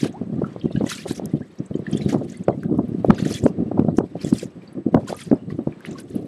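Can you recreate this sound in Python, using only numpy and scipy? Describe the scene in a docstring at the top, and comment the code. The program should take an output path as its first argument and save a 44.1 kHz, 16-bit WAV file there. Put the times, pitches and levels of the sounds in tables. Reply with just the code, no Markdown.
"""Choppy wavelets slap a wooden dock: each one fizzes as a crowd of tiny bubbles on a rush of noise.
Single bubbles plop as damped sines with climbing pitch, spray spatters as short bands of noise, drops tick.
Wind eddies thump a small camera's bare microphone as short wave packets, with a rasp and a lumpy rumble;
the strongest overload it. A thin sine whine of the electronics sits over a gently drifting hiss."""
import sys
import numpy as np
from scipy import signal
from scipy.fft import rfft, irfft, next_fast_len
from scipy.io import wavfile
from scipy.ndimage import uniform_filter1d, map_coordinates

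SR = 44100
rng = np.random.default_rng(int(sys.argv[2]) if len(sys.argv) > 2 else 0)


def put_to_file(sound):
    """Save the sound as 16-bit audio at rate SR, in the file named by the first command-line argument."""
    columns = np.atleast_2d(sound).T  # one column per channel
    safe = np.clip(columns, -1, 1)
    whole_steps = np.round(safe * 32767)
    wavfile.write(sys.argv[1], SR, whole_steps.astype(np.int16))


N = 276507


def amp(db):
    """Decibels to gain."""
    return 10 ** (np.asarray(db) / 20)


def unit(x):
    """Scaled to rms 1."""
    return x / np.sqrt(np.mean(x ** 2) + 1e-20)


def curves(rows):
    """One value per sample for each column after the time."""
    start, *columns = np.transpose(rows)
    return [np.interp(np.arange(N) / SR, start, column) for column in columns]


def wobble(rate):
    """A smooth random curve, rate knots a second."""
    knots = rng.standard_normal(int(N * rate / SR) + 4)
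    return map_coordinates(knots, [np.arange(N) * rate / SR])


def coloured(x, points):
    """x filtered through (Hz, dB) points joined on a log frequency axis."""
    size = next_fast_len(len(x) + 8192)
    hz, db = np.transpose(points)
    bins = np.fft.rfftfreq(size, 1 / SR)
    gain = amp(np.interp(np.log(bins + 1), np.log(hz + 1), db))
    return irfft(rfft(x, size) * gain, size)[:len(x)]


def noise(points, patchy_db):
    """Coloured noise of rms 1 with patches of random gain in time and frequency."""
    grid = signal.stft(rng.standard_normal(N + 512), nperseg=256)[2]
    patches = uniform_filter1d(rng.standard_normal(grid.shape), size=4, axis=0)
    patches = uniform_filter1d(patches, size=4, axis=1)
    patchy = signal.istft(grid * amp(patchy_db * unit(patches)), nperseg=256)[1][:N]
    return unit(coloured(patchy, points))


def summed(start, shapes):
    """Rows of samples laid down at their start times."""
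    at = np.round(start * SR).astype(int)[:, None] + np.arange(shapes.shape[1])
    return np.bincount(np.clip(at, 0, N).ravel(), shapes.ravel(), N + 1)[:N]


def humps(centre, db, rise, fall, hold):
    """Summed power of swells that climb to a peak, hold it (s) and fall away, at rise and fall dB a second."""
    t = np.arange(0, N + 64, 64) / SR  # worked out every 64 samples
    late = t[:, None] - centre
    level = db - np.where(late < 0, -late * rise, np.maximum(late - hold, 0) * fall)
    return np.interp(np.arange(N) / SR, t, np.sum(amp(2 * level), axis=1))


def camera():
    """Far lapping and circuit hiss as one coloured noise, with a thin whine as a sine."""
    # Colour of the hiss. Each row: frequency in Hz, relative level in dB per Hz.
    hiss_colour = [(240, -23.5), (400, -2.5), (821, -11), (1120, -11), (1420, -16), (1660, -14.5),
                   (7550, -37), (8280, -42), (8670, -39.5), (12500, -51), (15500, -66)]
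    whine_hz, whine_db = 8000, -76
    whine = amp(whine_db + .3 * wobble(30)) * np.sin(2 * np.pi * whine_hz * np.arange(N) / SR)
    hiss = amp(-57 + 3.0 * wobble(7.3)) * noise(hiss_colour, patchy_db=0.0)
    return hiss + whine


def eddies(centre, db, hz, length_ms, phase):
    """Each eddy sucks at the membrane, which rocks briefly: a cosine in a bell, phase in cycles."""
    t = np.arange(-700, 700) / SR
    sigma_s = length_ms[:, None] * 0.00032
    bell = amp(db[:, None]) * np.exp(-.5 * (t / sigma_s) ** 2)
    return summed(centre + t[0], -bell * np.cos(2 * np.pi * (hz[:, None] * t + phase[:, None])))


def wind():
    """Strong eddies with a rasp on their edge, each in a swirl of small ones, over a lumpy rumble."""
    # Strong eddies on the microphone. Each row: centre in seconds, peak in dB ahead of the port,
    # pitch in Hz, nominal length in ms, rasp in dB against the peak (2 dB are taken off below).
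    eddy_rows = [(0.033, -3, 251, 5.3, -26), (0.047, -15, 231, 9.8, -17), (0.059, -14.5, 317, 7.9, -10),
                 (0.215, -15.5, 309, 3.9, -15.5), (0.302, -21, 235, 8.6, -34), (0.328, -19.5, 164, 13, -20),
                 (0.364, -13, 212, 5.6, -32), (0.393, -12, 243, 3.7, -36), (0.42, -13, 370, 8.8, -8),
                 (0.437, -11, 175, 8.3, -31), (0.563, -16.5, 338, 2.6, -9.5), (0.645, -14, 278, 6, -28),
                 (0.658, -7.5, 208, 3.7, -20), (0.71, -23.5, 294, 8.2, -13), (0.754, -7, 198, 4.7, -46),
                 (0.777, -10, 172, 13, -46), (0.811, -6, 380, 4, -12), (0.821, -12.5, 231, 9.3, -23),
                 (0.843, -8.5, 234, 7.2, -15), (0.865, -28, 290, 8.1, -1.5), (1.063, -21, 388, 16, -5.5),
                 (1.112, -9.5, 285, 4.8, -17), (1.198, -26, 400, 2.7, 5), (1.223, -23.5, 270, 9.7, -10),
                 (1.34, -5.5, 237, 5.8, -34), (1.353, -10, 264, 4.5, -32), (1.408, -22.5, 333, 2.4, -5),
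                 (1.605, -12.5, 222, 5.2, -33), (1.712, -12.5, 197, 2.1, -46), (1.755, -6.5, 276, 4.6, -23),
                 (1.794, -14, 308, 4.3, -20), (1.884, -16.5, 206.5, 11, -44), (1.934, -9.5, 187, 9.4, -28),
                 (1.952, -6.5, 270, 4.8, -40), (2.063, -8, 224, 3.9, -38), (2.093, -11, 211, 6.1, -32),
                 (2.132, -12, 287, 14.5, -12.5), (2.147, -3, 313, 5.2, -3), (2.218, -20, 250, 15, -11.5),
                 (2.411, -19, 199, 12, -28), (2.484, -5, 380, 3.6, -1), (2.49, -3.5, 270, 3.1, -5),
                 (2.499, -9, 308, 4.6, -5.5), (2.509, -23, 408, 2.2, -1.5), (2.579, -16, 212, 7.5, -36),
                 (2.662, -14.5, 217, 6.8, -34), (2.699, -16, 280, 5, -18), (2.714, -10, 263, 5.2, -24.5),
                 (2.727, -8.5, 320, 4.9, -20.5), (2.744, -14, 280, 7.8, -16.5), (2.777, -12, 210, 5, -28),
                 (2.791, -2.5, 270, 8.1, -16), (2.811, -14, 240, 5.7, -23.5), (2.86, -34, 272, 9.5, -22),
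                 (2.92, -12.5, 212, 4.8, -38), (2.95, -12.5, 282, 7.3, -40), (3.005, -15.5, 214, 5.4, -25),
                 (3.048, -10.5, 394, 3.4, -2), (3.088, -4.5, 310, 4.1, -35), (3.101, 3, 224, 6.2, -20),
                 (3.106, 8.5, 222, 3.2, -7.5), (3.202, -13.5, 257, 7.1, -19), (3.227, -4.5, 237, 5.2, -19),
                 (3.263, -4.5, 266, 4.6, -36), (3.27, -10.5, 307, 2.6, -22), (3.311, -12.5, 280, 4, -18),
                 (3.439, -4.5, 263, 3.3, -17), (3.452, -12.5, 257, 3.5, -35), (3.459, -1.5, 274, 8.3, -28),
                 (3.465, -6, 420, 3, 0.5), (3.587, -12.5, 246, 6.2, -29), (3.605, -6, 222, 4.6, -45),
                 (3.627, -10.5, 221, 10, -36), (3.717, -12, 329, 6.4, -9), (3.748, -12.5, 197, 7.9, -29),
                 (3.779, -19, 292, 10, 1), (3.796, 2, 267, 4.9, -17), (3.825, -14, 205, 4.7, -18),
                 (3.849, -7, 270, 3.5, -23), (3.874, -11, 243, 5.2, -22), (3.887, -4, 222, 6.5, -12),
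                 (3.943, -21, 227, 5.1, -40), (3.987, 1, 303, 5.5, -13), (4.008, -12.5, 384, 7.2, -6),
                 (4.04, -17, 324, 7.7, -18), (4.156, -15.5, 448, 3.1, -16), (4.166, -29.5, 290, 15, -9),
                 (4.249, -7.5, 270, 2.6, -27), (4.269, -14.5, 292, 9, -29), (4.329, 1.5, 238, 5.7, -43),
                 (4.433, -13.5, 379, 5.3, -19), (4.755, -24, 330, 5.9, -15), (4.779, -20, 310, 6.8, -22),
                 (4.868, -5, 284, 6.3, -38), (4.889, -18, 322, 2.7, -27), (4.931, -20, 200, 6.9, -36),
                 (4.948, 3, 279, 6.9, -11.5), (4.96, -1, 211, 6.7, -28), (4.974, -9.5, 246, 10.7, -8),
                 (5.033, -23, 237, 5.4, -15), (5.104, -25.5, 360, 25, -6), (5.129, -17.5, 385, 5, -2.5),
                 (5.28, -21, 220, 3.8, -33), (5.316, 0, 313, 4.8, -18), (5.33, -1.5, 245, 8.7, -13.5),
                 (5.485, -18, 175, 14, -38), (5.526, -14, 218, 4.1, -43), (5.592, -8.5, 305, 6.5, -18.5),
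                 (5.609, -17.5, 260, 6.1, -22), (5.674, -6, 247, 4.5, -13.5), (5.692, -40.5, 323, 6.8, -16),
                 (6.147, -15, 273, 4.1, -31), (6.163, -8.5, 278, 6.3, -35), (6.195, -20, 320, 8.2, -28)]
    # Rumble between the eddies. Each row: time in seconds, relative level in dB, tilt of its upper part in dB.
    buffet = [(0.0, -44, 2), (0.33, -27.5, -1.5), (0.52, -39, -0.5), (1.08, -35.5, -2), (1.24, -31.5, 3),
              (1.43, -42, -0.5), (1.66, -61, 0), (1.94, -32, 2), (2.06, -23, -1.5), (2.23, -29.5, 2),
              (2.46, -45, -3), (2.69, -25.5, 0), (3.09, -33, -2.5), (3.53, -34, 3.5), (3.68, -28, -2),
              (3.87, -28, 0.5), (4.02, -39.5, -1.5), (4.64, -41, 1), (4.82, -54.5, 5.5),
              (4.94, -42.5, -1.5), (5.36, -45, -4.5), (5.5, -33, -3), (5.64, -60, -0.5), (5.9, -34, 4),
              (6.04, -37, 2), (6.27, -39, 3.5)]
    # Colours of rasp and rumble. 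Each row: frequency in Hz, relative level in dB per Hz.
    rasp_colour = [(250, -59), (350, -3.5), (550, 1), (900, -12.5), (1300, -23), (1800, -39), (2600, -64),
                   (4000, -120)]
    rumble_colour = [(15, -77), (25, -62), (91, -8), (183, -0.5), (374, -7), (433, -14), (762, -26.5),
                     (897, -58), (1200, -37), (1560, -63), (2640, -120)]
    # Wind through the low cut at the port. Each row: frequency in Hz, gain in dB.
    port = [(20, -53.5), (60, -9), (130, 1), (400, -3.5), (800, 6), (3000, -6)]
    swirl_db, swirl_builds_db_per_s, swirl_dies_db_per_s = -17, 1296, 309.5

    s, db, hz, length_ms, rasp_db = np.transpose(eddy_rows)
    strong = eddies(s, db, hz, length_ms, 0.044 * rng.standard_normal(len(s)))
    # at 0 Hz the packets are plain bells, used as envelopes
    edge = np.abs(eddies(s, db + rasp_db - 2, 0 * s, 1.09 * length_ms, 0 * s))
    # the rasp lingers a little while the air settles
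    wake = signal.lfilter([.0012], [1, -np.exp(-1 / (0.024 * SR))], edge) * 0.49
    rasp = (edge + wake) * noise(rasp_colour, patchy_db=3.0)

    lumps = amp(7.44 * np.tanh(0.56 * wobble(80)))
    # a swirl builds up ahead of its eddy and dies more slowly after it
    swirl = humps(s, 0.68 * db + swirl_db, swirl_builds_db_per_s, swirl_dies_db_per_s, 0)
    level_db, tilt_db = curves(buffet)
    rumble = noise(rumble_colour, patchy_db=1.5)
    upper = coloured(rumble, [(180, -30), (300, 0)])
    rumble = rumble + (amp(tilt_db) - 1) * upper
    small = np.sqrt(swirl + amp(2 * level_db)) * unit(lumps) * rumble
    # a strong eddy sweeps the small ones off the port while it lasts
    sweep = np.abs(eddies(s, db, 0 * s, 0.71 * length_ms, 0 * s))
    small = small / (1 + 0.83 * sweep)
    return coloured(strong, port) + small + rasp


def ticks():
    """A drop on dry wood is one thin click: a single sample through a treble band."""
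    # Dry ticks of single drops. Each row: start in seconds, relative level in dB.
    tick_rows = [(1.257, -34), (2.634, -52), (2.7785, -55), (3.0594, -56), (5.806, -55), (6.2254, -64)]
    s, db = np.transpose(tick_rows)
    clicks = summed(s + 0.00072, amp(db + 12)[:, None])
    return coloured(clicks, [(4000, -50), (5000, 13), (12500, 13.5), (14000, -29)])


def surf():
    """Gains of the fizz and of its bright spray: wavelets swell, hold and fade over the trickle."""
    # Breaking wavelets. Each row: crest in seconds, relative fizz level in dB, swell in ms, hold in ms,
    # fade in ms, spray against fizz in dB. Swell and fade are the times for 20 dB.
    wave_rows = [(.006, -37, 37, 65.6, 29, -5), (.406, -61.5, 39, 5, 150, -3.5),
                 (.8, -50, 450, 5, 190, -11), (.868, -39.5, 20, 31, 40, -0.5), (.894, -36.5, 8, 9.1, 30, 3),
                 (.915, -30, 25, 22, 50, -3), (.98, -38.5, 27, 40, 43, -2.5), (1.081, -39, 29, 32, 48, 0.5),
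                 (1.15, -56, 30, 37, 26, 9.5), (1.744, -56, 15, 4.4, 59, -18),
                 (1.868, -45.5, 43, 5, 29, -31), (1.925, -49, 67, 98, 150, -4),
                 (2.091, -36, 14, 15, 45, -2.5), (2.12, -50.5, 20, 35, 34, 5.5),
                 (2.3, -49.5, 20, 42, 100, -8.5), (2.61, -60, 40, 44, 50, -11),
                 (2.856, -66, 180, 5, 52, -13), (3.13, -43.5, 40, 40, 60, -20),
                 (3.183, -35, 12, 20, 46, -8.5), (3.249, -35, 10, 23, 36, -9),
                 (3.32, -36.5, 147, 51, 45, 1.5), (3.424, -57, 20, 61, 36, 7.5),
                 (3.965, -65, 23, 11, 37, 19.5), (4.216, -47, 81, 20, 36, -4.5),
                 (4.248, -48.5, 13, 43, 36, 7.5), (4.335, -58, 21, 65, 33, 16),
                 (4.383, -50.5, 15, 54, 29, 6), (4.622, -56, 16, 5, 49, -10), (5.078, -44, 13, 51, 31, 1.5),
                 (5.191, -42.5, 41, 36, 52, 1.5), (5.505, -52.5, 38, 21, 31, -12),
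                 (5.722, -67, 20, 8.7, 30, -26), (5.85, -44, 33, 28, 89, -14),
                 (5.984, -43.5, 31, 12.5, 27, -1.5), (6.15, -54, 200, 5, 160, -3.5)]
    # Trickle between the waves. Each row: time in seconds, relative level in dB.
    trickle_rows = [(0, -64.5), (.55, -68.5), (1.3, -59.5), (1.7, -66), (2.3, -58.5), (2.7, -66.5),
                    (3.08, -60.5), (3.6, -69.5), (3.85, -65), (4.1, -62.5), (4.5, -62), (4.75, -81),
                    (5.02, -58), (5.42, -64), (5.8, -68.5), (6.27, -65)]
    trickle_bright_db = -5.5
    s, db, swell_ms, hold_ms, fade_ms, bright_db = np.transpose(wave_rows)
    shape = 20 * 1000 / swell_ms, 20 * 1000 / fade_ms, hold_ms / 1000
    trickle = amp(2 * curves(trickle_rows)[0])
    body = np.sqrt(humps(s, db, *shape) + trickle)
    spray = np.sqrt(humps(s, db + bright_db, *shape) + trickle * amp(2 * trickle_bright_db))
    return body, spray


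def sprinkle(count):
    """Lesser drops at chance moments, their level following the spray around them."""
    over_spray_db, middle_hz = 10.5, 6900  # spatter() lowers all drops by 9 dB
    at, g = rng.integers(N, size=count), rng.standard_normal((count, 2))
    db = 20 * np.log10(surf()[1][at]) + over_spray_db + 4 * g[:, 0]
    hz = np.clip(middle_hz * np.exp(.3 * g[:, 1]), 3000, 10500)
    return np.c_[at / SR, db, hz]


def spatter():
    """Drops burst on the wood: a sharp start and a short band of hiss."""
    # Spray on the boards. Each row: start in seconds, relative level in dB, centre in Hz.
    drop_rows = [(0.126, -41, 6840), (0.598, -38.5, 4560), (0.7785, -43, 6910), (0.8673, -32, 6800),
                 (0.893, -29, 5480), (1.0822, -25.5, 7800), (1.163, -32, 6260), (1.1756, -25, 5600),
                 (1.5868, -38, 5700), (1.661, -38, 8100), (1.913, -30.5, 8600), (1.928, -25.5, 5400),
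                 (1.9725, -24.5, 7400), (2.0925, -25.5, 6400), (2.117, -34, 5800), (2.246, -43, 8800),
                 (2.298, -32, 6300), (2.321, -32.5, 6800), (2.372, -35, 8700), (2.437, -37.5, 7450),
                 (3.145, -34, 6400), (3.252, -29, 7200), (3.3396, -19, 7100), (3.3857, -28.5, 7700),
                 (3.4382, -24, 7900), (3.9696, -27.5, 6570), (4.214, -28, 4450), (4.231, -32, 5200),
                 (4.2461, -24, 7450), (4.2702, -33, 6850), (4.289, -30, 6720), (4.335, -24.5, 9200),
                 (4.383, -24, 4860), (4.395, -30, 5030), (4.4406, -34, 7500), (4.7285, -44, 9700),
                 (5.0783, -25.5, 7500), (5.1653, -28.5, 10000), (5.205, -27.5, 8950), (5.2983, -38, 4700),
                 (5.3428, -46.5, 8300), (5.857, -36, 10200), (5.91, -34, 7060), (5.928, -35, 6100),
                 (5.9833, -32, 4600), (6.0995, -44, 6800), (6.1528, -32.5, 10800), (6.253, -47, 10000)]
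    spread_octaves, t60_s = 0.25, 0.032
    edge = 2 ** spread_octaves
    out, t = np.zeros(N + 4000), np.arange(4000) / SR
    for s, db, hz in np.vstack([drop_rows, sprinkle(count=260)]):
        band = [(hz / edge ** 2, -40), (hz / edge, -6), (hz, 0), (hz * edge, -6), (hz * edge ** 2, -40)]
        burst = unit(coloured(rng.standard_normal(len(t)), band))
        attack = 1 - np.exp(-t / 0.00051)
        out[round(s * SR):][:len(t)] += amp(db - 9.0 - 60 * t / t60_s) * attack * burst
    return out[:N]


def bubbles(start, db, hz, t60, rise, size):
    """Damped sines with a soft start, whose pitch climbs as the bubble nears the surface."""
    t = np.arange(size) / SR
    hz, t60 = hz[:, None], t60[:, None]
    swell = 1 - np.exp(-t / (0.077 * t60))
    # the pitch has climbed by twice the rise share after one t60
    ring = np.sin(2 * np.pi * hz * t * (1 + rise * t / t60))
    return summed(start, amp(db[:, None] - 60 * t / t60) * swell * ring)


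def strays(count):
    """Lesser bubbles at chance moments, their level following the fizz around them."""
    over_fizz_db, middle_hz, middle_t60_ms = 0.8, 2896, 28  # plops() lifts these by 6 dB
    at, g = rng.integers(N, size=count), rng.standard_normal((count, 3))
    db = 20 * np.log10(surf()[0][at]) + over_fizz_db + 4 * g[:, 0]
    hz = middle_hz * np.exp(.33 * g[:, 1])
    return np.c_[at / SR, db, hz, middle_t60_ms * np.exp(.35 * g[:, 2])]


def plops():
    """Single bubbles beside the fizz: a fast random flutter roughens the ring of all but the far climbers."""
    # The clearest single bubbles. Each row: start in seconds, relative level in dB, start pitch in Hz, t60 in ms.
    bubble_rows = [(0.443, -23, 1305, 34), (0.612, -35.5, 3150, 16), (0.724, -39, 3630, 17),
                   (0.759, -34, 1610, 21), (0.761, -32.5, 2890, 16), (0.866, -27, 1920, 25),
                   (0.893, -25, 3950, 12), (0.916, -20.5, 1355, 19), (1.741, -41.5, 3070, 26),
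                   (1.866, -20, 1770, 12), (1.932, -31, 3153, 31), (1.97, -30.5, 3420, 20),
                   (2.01, -35, 2230, 22), (2.017, -33.5, 3940, 23), (2.052, -36, 3720, 21),
                   (2.093, -33, 1650, 19), (2.343, -37.5, 2020, 27), (2.527, -43, 2010, 25),
                   (2.633, -23.5, 1520, 9.1), (3.182, -28, 1540, 16), (3.249, -34, 1850, 25),
                   (3.341, -32.5, 3320, 84), (4.246, -37, 3370, 40), (4.352, -36, 3500, 20),
                   (4.396, -39, 3220, 23), (4.619, -47, 2350, 25), (4.675, -42.5, 4540, 25),
                   (5.072, -32.5, 1033, 65), (5.14, -30, 1210, 43), (5.502, -34, 1920, 17),
                   (5.503, -37.5, 1100, 28), (5.724, -35.5, 2340, 11), (5.806, -36.5, 1550, 18),
                   (5.85, -19, 1890, 4.9), (5.952, -37.5, 1088, 63), (5.984, -39, 1515, 47)]
    # Bubbles that climb far in pitch. Each row: start in seconds, level in dB ahead of the soft start,
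    # start pitch in Hz, t60 in ms, rise as a share of the pitch.
    climber_rows = [(.139, -24.5, 645, 95, 0.74), (1.415, -37.5, 1514, 70, .5)]
    s, db, hz, t60_ms = np.transpose(np.vstack([bubble_rows, strays(count=180)]))
    fluttering = bubbles(s, db + 6, hz, t60_ms / 1000, rise=.03, size=2600)
    # each drags two neighbours of nearby pitch, relatively stronger where the pitch is high
    for delay, detune in rng.standard_normal((2, 2, len(s))):
        near_hz = hz * np.exp(0.14 * detune)
        near_db = db - 9.5 + hz / 600
        near_s = s + 0.0031 * np.abs(delay)
        fluttering = fluttering + bubbles(near_s, near_db, near_hz, t60_ms / 1400, rise=0.086, size=2600)
    s, db, hz, t60_ms, rise = np.transpose(climber_rows)
    climbing = bubbles(s, db, hz, t60_ms / 1000, rise=rise[:, None], size=4000)
    return fluttering * amp(1.77 * wobble(450)) + climbing


def under_dock(x):
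    """Piles and boards scatter the water's sound into a short blur of decaying noise tails."""
    t = np.arange(SR // 8) / SR
    parts = np.array_split(x, 24)  # each stretch gets its own scatter
    tails = rng.standard_normal((len(parts), len(t))) * amp(-60 * t / 0.15)
    out, at = np.zeros(N + len(t)), 0
    for part, tail in zip(parts, tails):
        blur = signal.fftconvolve(part, tail / np.linalg.norm(tail))
        out[at:][:len(blur)] += blur
        at += len(part)
    return amp(-0.5) * x + amp(-7.5) * out[:N]


def waves():
    """A wavelet breaks into a crowd of tiny bubbles on a rush; bright waves throw more spray."""
    # Colour of crowd and rush. Each row: frequency in Hz, relative level in dB per Hz.
    fizz_colour = [(590, -38.5), (1000, -11.5), (1320, -7), (1920, -1.5), (2230, -5.5), (3300, -4.5),
                   (3700, -5), (6950, -11), (10700, -14), (13800, -29.5), (15500, -48)]
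    body, spray = surf()
    u, g = rng.random(6000), rng.standard_normal((2, 6000))
    hz = np.clip(4800 * np.exp(0.6 * g[0]), 1200, 14000)
    # low bubbles ring longer
    crowd = bubbles(u * N / SR, 5.9 * g[1], hz, .004 + 35 / hz, rise=0.079, size=700)
    rush = noise(fizz_colour, patchy_db=1.5)
    fizz = unit(unit(coloured(crowd, fizz_colour)) + 1.25 * rush) * amp(2.42 * wobble(70))
    low = coloured(fizz, [(4500, -2.5), (6500, -37)])
    bright = amp(0.27 + 2.9 * wobble(45)) * spray * unit(fizz - low)
    return amp(-5.5) * (body * unit(low) + bright)


def scene():
    """Wind, water and the camera's own floor."""
    return (wind() + waves() + under_dock(plops()) + ticks() + spatter() + camera())[None]


def record(dry):
    """The input stage clips peaks flat; deep bass is thinned and the treble stops at a band limit."""
    top_hz = 15700
    clipped = np.clip(dry[0], -.81, .86)
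    return coloured(clipped, [(20, -5), (50, 0), (top_hz - 100, 0), (top_hz, -90)])[None]


dry = scene()
out = record(dry)
put_to_file(out)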